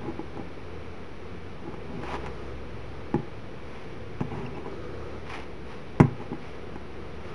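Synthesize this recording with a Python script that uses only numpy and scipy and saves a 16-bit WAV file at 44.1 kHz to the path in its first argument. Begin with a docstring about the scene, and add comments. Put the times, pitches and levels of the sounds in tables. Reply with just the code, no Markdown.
"""In a quiet room, hands work yarn over a plastic knitting loom with a metal hook, close to a small microphone.
Loom knocks and hook taps ring damped modes; creaks are trains of plucks on a peg.
Dragged loops, sliding fibres and tight tugs are random tiny slips; squeaks are short falling chirps.
Behind lie coloured room noise with a thin whine, a soft whirr of narrow noise bands,
and the low drone of far engines, made of a firing tone and its octave."""
import sys
import numpy as np
from scipy import signal
from scipy.fft import rfft, irfft
from scipy.io import wavfile
from scipy.ndimage import uniform_filter1d

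SR = 44100
rng = np.random.default_rng(int(sys.argv[2]) if len(sys.argv) > 2 else 0)


def materialize(psi):
    """Save the field psi as 16-bit PCM at rate SR to the path in sys.argv[1].

    A 1-D psi becomes a single channel; in a 2-D psi each row is a channel.
    """
    bounded = np.clip(np.atleast_2d(psi).T, -1, 1)
    quanta = np.round(bounded * 32767).astype(np.int16)
    wavfile.write(sys.argv[1], SR, quanta)


N = 323694
T = np.arange(N) / SR  # time [s]

# modes of the loom frame on the table: (frequency [Hz], level [dB], decay by 60 dB [s])
FRAME_MODES = [(105.4, -17, 0.78), (132.2, -13, 0.36), (153.3, -4, 0.15), (189, -3.5, 0.086),
               (250.6, 4.5, 0.077), (349, -2.5, 0.067), (398, 1.5, 0.069), (458, -9.5, 0.093),
               (580, -18, 0.025), (640, -3, 0.028), (825, 0, 0.031), (839, -4, 0.033), (975, -0.5, 0.047),
               (1044, -8.5, 0.036), (1155, -11, 0.046), (1630, -2.5, 0.0098), (1970, -7, 0.018),
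               (2170, -8, 0.021), (2710, -12, 0.025)]
# modes of a plucked peg on its rail: (frequency [Hz], level [dB], decay by 60 dB [s])
PEG_MODES = [(286, -16, 0.13), (340.5, 5, 0.07), (823, -5.5, 0.073)]
# the loom rocks onto the table, edge first, then flat, then a rebound; a higher corner is a harder contact:
# (edge time [s], edge level [dB], edge corner [Hz], landing after [s], landing level [dB],
#  rebound after [s], rebound level [dB], rebound corner [Hz], peg against each contact [dB])
KNOCKS = [(3.142, -17, 910, 0.0034, -19, 0.0171, -17.5, 240, -0.5),
          (4.206, -22, 1450, 0.0052, -15, 0.0105, -24.5, 890, -27),
          (6.0007, -2.25, 1500, 0.00532, -0.5, 0.0112, -13.5, 990, -29)]
# the hook taps frame and pegs: (time [s], level [dB], contact corner [Hz], peg against the tap [dB])
TAPS = [(0.068, -33, 400, 4), (.193, -37.5, 900, 16.5), (.372, -29.5, 1200, -4), (0.396, -30, 400, -2),
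        (1.74, -30.5, 2000, -3), (2.035, -25.5, 1800, -5), (2.262, -23, 4000, -18), (2.270, -29, 3000, -20),
        (4.317, -31, 250, -20), (4.549, -39.5, 900, 6), (4.659, -30, 700, -20), (6.317, -23, 250, -5),
        (6.33, -30.5, 1100, 2), (6.758, -30, 1800, -0.5)]
# colour of a hard tick on the plastic: (frequency [Hz], gain [dB])
TICK_COLOUR = [(500, 5), (1500, 12), (2600, 5), (4000, -27), (5600, -13), (7000, -2), (10000, -16.5)]
# loops creaking on a peg as the tension builds: (lets go at [s], build-up [s], level [dB])
CREAKS = [(0.087, 0.058, -25), (1.68, 0.05, -29.5), (6.335, 0.038, -26)]
# yarn loops dragged over the pegs: (strongest at [s], length [s], level [dB], brightness corner [Hz])
DRAGS = [(0.059, 0.17, -34, 410), (0.382, 0.16, -39.5, 684), (1.693, 0.37, -42.5, 660),
         (1.955, 0.27, -37.5, 454), (2.245, 0.1, -36, 595), (4.365, 0.34, -35.5, 323.5),
         (4.37, 0.26, -40.5, 1250), (4.577, 0.065, -35.5, 800), (4.668, 0.098, -36, 800),
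         (6.218, 0.091, -38, 1000)]
# yarn tugged tight until it slips over a peg:
# (lets go at [s], build-up [s], frame level [dB], brightness corner [Hz], fibre level [dB])
TUGS = [(0.095, 0.026, -36.5, 1050, -62), (2.157, 0.14, -32.5, 1400, -40.5)]
# yarn and hook sliding through the stitches: (strongest at [s], length [s], level [dB])
SLIDES = [(2.133, 1, -49.5), (3.762, 0.46, -49), (4.36, 0.27, -54), (5.333, 0.23, -38), (5.72, 0.22, -47),
          (6.234, 0.25, -55), (6.464, 0.3, -49.5), (7.28, 0.3, -52)]
# colour of sliding fibres: (frequency [Hz], gain [dB])
FIBRE_COLOUR = [(200, -19), (600, -4), (900, 3.5), (1450, -4), (2400, -2.5), (3800, -16), (7000, -20.5),
                (10500, -24)]
# the hook squeaks on a peg: (start [s], length [s], start pitch [Hz], end pitch [Hz], level [dB])
SQUEAKS = [(4.461, 0.0082, 2860, 2540, -36.5), (4.535, 0.04, 2700, 2660, -48.5)]
# spells of a soft whirr, timed at the middle of each ramp: (start [s], end [s], level [dB])
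WHIRR_SPELLS = [(1.993, 2.55, -42.5), (4.678, 5.22, -42), (7.232, 7.6, -41.5)]
# resonances of the whirr: (centre [Hz], width [Hz], relative level [dB])
WHIRR_BANDS = [(357, 34, -2.5), (483, 39.5, -3.5), (1253, 134, -10), (6680, 250, -30)]
# a far engine pulls through its gears: (from [s], firing rate [Hz], climb [Hz per s])
GEARS = [(0, 80, 5.6), (1.86, 63, 3.7), (5.4, 68, 4.8)]
# how loudly that engine comes through: (time [s], level [dB])
ENGINE_LEVEL = [(0, -49), (.4, -49.5), (1.0, -48), (1.75, -46.5), (2.1, -43.5), (2.65, -41.5), (3.1, -50.5),
                (4.1, -53.5), (4.6, -46.5), (5.15, -43.5), (5.7, -51.5), (7.34, -46.5)]
# swells of a second engine:
# (strongest at [s], length [s], firing rate at the strongest [Hz], climb [Hz per s], level [dB])
REVS = [(2.75, 0.79, 110, 4, -45.5), (3.434, 0.73, 110, -12, -48.5), (4.099, 0.65, 111.4, 15, -44),
        (4.981, 0.84, 107.5, 23, -45.5)]
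# colour of the room noise: (frequency [Hz], relative level [dB])
AIR_COLOUR = [(25, -5.5), (50, 2), (90, 2), (150, 0.5), (200, 1), (300, -2.5), (450, 1.5), (570, -8),
              (1000, -11), (1700, -15.5), (2350, -16.5), (3800, -26), (5600, -32.5), (10500, -36.5)]
# faint electronic whine: (frequency [Hz], level [dB])
WHINE = [(2283, -66), (4000, -79.5), (5717, -82.5), (10282, -95)]
# microphone colour: (frequency [Hz], gain [dB])
MIC_COLOUR = [(20, -1), (5900, 0), (6600, -10), (7100, -10.5), (7600, -18), (8600, -11), (10300, -5),
              (11200, -12.5), (12000, -26)]

# grip is the corner below which a contact loses its bass
EDGE_GRIP_HZ, REBOUND_GRIP_SHARE = 200, 0.57  # a rebound's grip is a share of its contact corner
LANDING_HZ, LANDING_GRIP_HZ = 268, 124  # the flat landing is soft and deep
TAP_GRIP_HZ, TAP_GRIP_SHARE = 190, 0.089  # the harder a tap, the less bass it carries
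TICK_HZ, TICK_DB = 1100, -3.5  # a contact with this corner brings out half the tick
SLIPS_PER_S, LET_GO_S = 167, 0.016
RISE_SHARE = 0.4  # share of a stroke that the hand spends speeding up
CRACKLE_DB, CRACKLE_HZ = -22, 1000  # crackle against the drag, for a drag of this brightness
ROOM_T60_S, ROOM_DB = 0.28, -7.5
WHIRR_RAMP_S, WHIRR_IDLE_DB = 0.093, -51
SHIFT_S = 0.45  # the firing rate glides this long from gear to gear
AIR_DB = -41.5
TOP_HZ = 11900


def undb(db):
    """Decibels to gain."""
    return 10 ** (np.asarray(db) / 20)


def unit(x):
    """Scale to rms 1."""
    return x / np.sqrt(np.mean(x ** 2))


def colour(x, points):
    """Filter by (frequency [Hz], gain [dB]) points joined on a log-frequency axis."""
    hz, db = np.transpose(points)
    f = np.arange(len(x) // 2 + 1) * SR / len(x)
    gain = undb(np.interp(np.log(f + 1), np.log(hz), db))
    return irfft(rfft(x) * gain, len(x))


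def cut(x, hz, kind, order=2):
    """Butterworth low-, high- or band-pass."""
    corner = np.clip(hz, 1, SR / 2 - 1)
    return signal.sosfilt(signal.butter(order, corner, kind, fs=SR, output="sos"), x)


def walk(rate):
    """Smooth random wander of rms 1, with a new target so many times a second."""
    step = int(SR / rate)
    targets = np.repeat(rng.standard_normal(N // step + 1), step)
    return unit(uniform_filter1d(targets, step)[:N])


def grains(rate, spread_db):
    """Random tiny slips of uneven size and either sign."""
    hits = rng.random(N) < rate / SR
    signs = rng.choice([-1, 1], N)
    sizes = undb(spread_db * np.clip(rng.standard_normal(N), -2, 2))
    return hits * signs * sizes


def stroke(top, rise, fall):
    """Hand speed rising to 1 and falling back."""
    return np.interp(T, [top - rise, top, top + fall], [0, 1, 0])


def swell(top, length):
    """An easy stroke of the hand."""
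    return stroke(top, RISE_SHARE * length, (1 - RISE_SHARE) * length)


def ring_of(modes):
    """Response of a part to a sharp push: each mode is a sine dying away."""
    t = T[:SR // 2]
    return sum(undb(db) * np.sin(2 * np.pi * hz * t) * np.exp(-np.log(1000) * t / t60)
               for hz, db, t60 in modes)


def contacts():
    """Every contact as (time [s], level [dB], corner [Hz], grip [Hz], peg [dB]): three to a knock, one to a tap."""
    for s, edge_db, edge_hz, landing_s, landing_db, rebound_s, rebound_db, rebound_hz, peg_db in KNOCKS:
        yield s, edge_db, edge_hz, EDGE_GRIP_HZ, peg_db
        yield s + landing_s, landing_db, LANDING_HZ, LANDING_GRIP_HZ, peg_db
        yield s + rebound_s, rebound_db, rebound_hz, REBOUND_GRIP_SHARE * rebound_hz, peg_db
    for s, db, hz, peg_db in TAPS:
        yield s, db, hz, TAP_GRIP_HZ + TAP_GRIP_SHARE * hz, peg_db


def knocks(ring, peg, tick_s=0.004, rattle_db=-17, rattle_s=0.02, flex_db=0, flex_s=0.0001):
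    """Each contact flexes the frame, rings it and plucks a peg; harder ones add more tick with a faint rattle."""
    out, t = np.zeros(N + len(ring)), T[:len(ring)]
    body = ring + undb(flex_db) * np.exp(-t / flex_s)
    fade = np.exp(-t / tick_s) + undb(rattle_db) * np.exp(-t / rattle_s)
    pluck = peg / np.abs(peg).max()
    for s, db, contact_hz, grip_hz, peg_db in contacts():
        thud = cut(cut(body, contact_hz, "low"), grip_hz, "high")
        thud = thud / np.abs(thud).max()
        hardness = 1 / (1 + (TICK_HZ / contact_hz) ** 2)
        tick = colour(rng.standard_normal(len(t)), TICK_COLOUR) * fade * hardness
        i = int(s * SR)
        out[i:i + len(t)] += undb(db) * (thud + undb(TICK_DB) * tick / 2 + undb(peg_db) * pluck)
    return out[:N]


def creaks(peg, jitter=0.036):
    """A tight loop lets go in a quick train of slips, each one plucking the peg."""
    out = np.zeros(N)
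    for s, build, db in CREAKS:
        count = np.floor(np.cumsum(SLIPS_PER_S * (1 + jitter * walk(200))) / SR)
        slips = np.diff(count, prepend=0) * stroke(s, build, LET_GO_S)
        creak = signal.fftconvolve(slips, peg)[:N]
        out += undb(db) * creak / np.abs(creak).max()
    return out


def drags(ring, grip_share=0.26, taut_share=0.34, crackle_cut_hz=2500):
    """Tight loops stick and slip and shake the frame; brighter drags carry less bass and crackle more."""
    slips = grains(800, 3.7)
    rub = signal.fftconvolve(slips, ring)[:N]
    crackle = undb(CRACKLE_DB) * unit(cut(colour(slips, TICK_COLOUR), crackle_cut_hz, "high"))

    def shake(hz, share):
        """The rubbed frame between a bass cut and the brightness corner, with its crackle."""
        frame = cut(cut(rub, hz, "low", order=1), share * hz, "high")
        return unit(frame) + crackle * hz / CRACKLE_HZ

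    easy = sum(undb(db) * swell(s, length) * shake(hz, grip_share) for s, length, db, hz in DRAGS)
    taut = sum(undb(db) * stroke(s, build, LET_GO_S) * shake(hz, taut_share)
               for s, build, db, hz, _ in TUGS)
    return easy + taut


def slides():
    """Fibres catch and let go by the thousand, unevenly along the twist of the yarn."""
    catches = grains(3500, 4.6) * undb(1.1 * walk(110))
    fibres = unit(colour(catches, FIBRE_COLOUR))
    easy = sum(undb(db) * swell(s, length) for s, length, db in SLIDES)
    taut = sum(undb(db) * stroke(s, build, LET_GO_S) for s, build, _, _, db in TUGS)
    return fibres * (easy + taut)


def squeaks(octave_db=-14, half_db=-10):
    """Steel slips on plastic in a short falling chirp; alternate slips differ, which adds the octave below."""
    out = np.zeros(N)
    for s, length, start_hz, end_hz, db in SQUEAKS:
        glide = np.interp(T, [s, s + length], [start_hz, end_hz])
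        hz = glide * (1 + 0.0123 * walk(600))
        phase = 2 * np.pi * np.cumsum(hz) / SR
        tone = np.sin(phase) + undb(octave_db) * np.sin(2 * phase) + undb(half_db) * np.sin(phase / 2)
        out += undb(db) * stroke(s + length / 2, length / 2, length / 2) * tone
    return out


def room(x, first_s=0.00782, dull_hz=1300):
    """Direct sound and the short, dull tail of a furnished room, as decaying noise."""
    t = T[:SR // 2]
    decay = np.exp(-np.log(1000) * t / ROOM_T60_S)
    tail = cut(rng.standard_normal(len(t)) * (t > first_s) * decay, dull_hz, "low", order=1)
    tail_scale = np.sqrt(SR * ROOM_T60_S / np.log(1000) / 2)  # root of the decay's energy
    return x + undb(ROOM_DB) * signal.fftconvolve(x, tail)[:N] / tail_scale


def whirr():
    """Noise in a few narrow resonances, rising from a faint idle in short spells."""
    spells = sum(undb(db) * np.clip(np.minimum(T - start, end - T) / WHIRR_RAMP_S + .5, 0, 1)
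                 for start, end, db in WHIRR_SPELLS)
    bands = sum(undb(db) * unit(cut(rng.standard_normal(N), [hz - width / 2, hz + width / 2], "band", order=1))
                for hz, width, db in WHIRR_BANDS)
    return unit(bands) * np.maximum(spells, undb(WHIRR_IDLE_DB))


def engine(hz, octave_db):
    """Only the firing tone and its octave come through the walls, wavering on the way."""
    phase = 2 * np.pi * np.cumsum(hz) / SR + 0.46 * walk(10)
    tone = unit(np.sin(phase) + undb(octave_db) * np.sin(2 * phase))
    return undb(1.35 * walk(12)) * tone


def traffic():
    """One engine climbs in each gear and glides between gears; the other is heard only in short swells."""
    hz = np.zeros(N)
    for s, start_hz, climb in GEARS:
        hz = np.where(T >= s, start_hz + climb * (T - s), hz)
    level = undb(np.interp(T, *np.transpose(ENGINE_LEVEL)))
    pulling = engine(uniform_filter1d(hz, int(SHIFT_S * SR)), octave_db=-8) * level
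    swells = sum(undb(db) * stroke(s, length / 2, length / 2) * engine(rev_hz + climb * (T - s), octave_db=-26)
                 for s, length, rev_hz, climb, db in REVS)
    return pulling + swells


def background():
    """Steady room noise that stirs a little, with a thin whine of pure tones."""
    air = unit(colour(rng.standard_normal(N), AIR_COLOUR)) * undb(AIR_DB + 0.3 * walk(4.0))
    whine = sum(undb(db) * np.sqrt(2) * np.sin(2 * np.pi * hz * T) for hz, db in WHINE)
    return air + whine


def scene():
    """Handwork in the room, over the background."""
    ring, peg = ring_of(FRAME_MODES), ring_of(PEG_MODES)
    work = room(knocks(ring, peg) + creaks(peg) + drags(ring) + slides() + squeaks())
    return (work + traffic() + whirr() + background())[None]


def record(dry):
    """A small microphone with dips in the treble, clipped at full scale, cut at the top and slightly offset."""
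    x = np.clip(colour(dry[0], MIC_COLOUR), -1, 1)
    x = signal.sosfilt(signal.ellip(8, .2, 80, TOP_HZ, fs=SR, output="sos"), x)
    return x[None] - .013


dry = scene()
out = record(dry)
materialize(out)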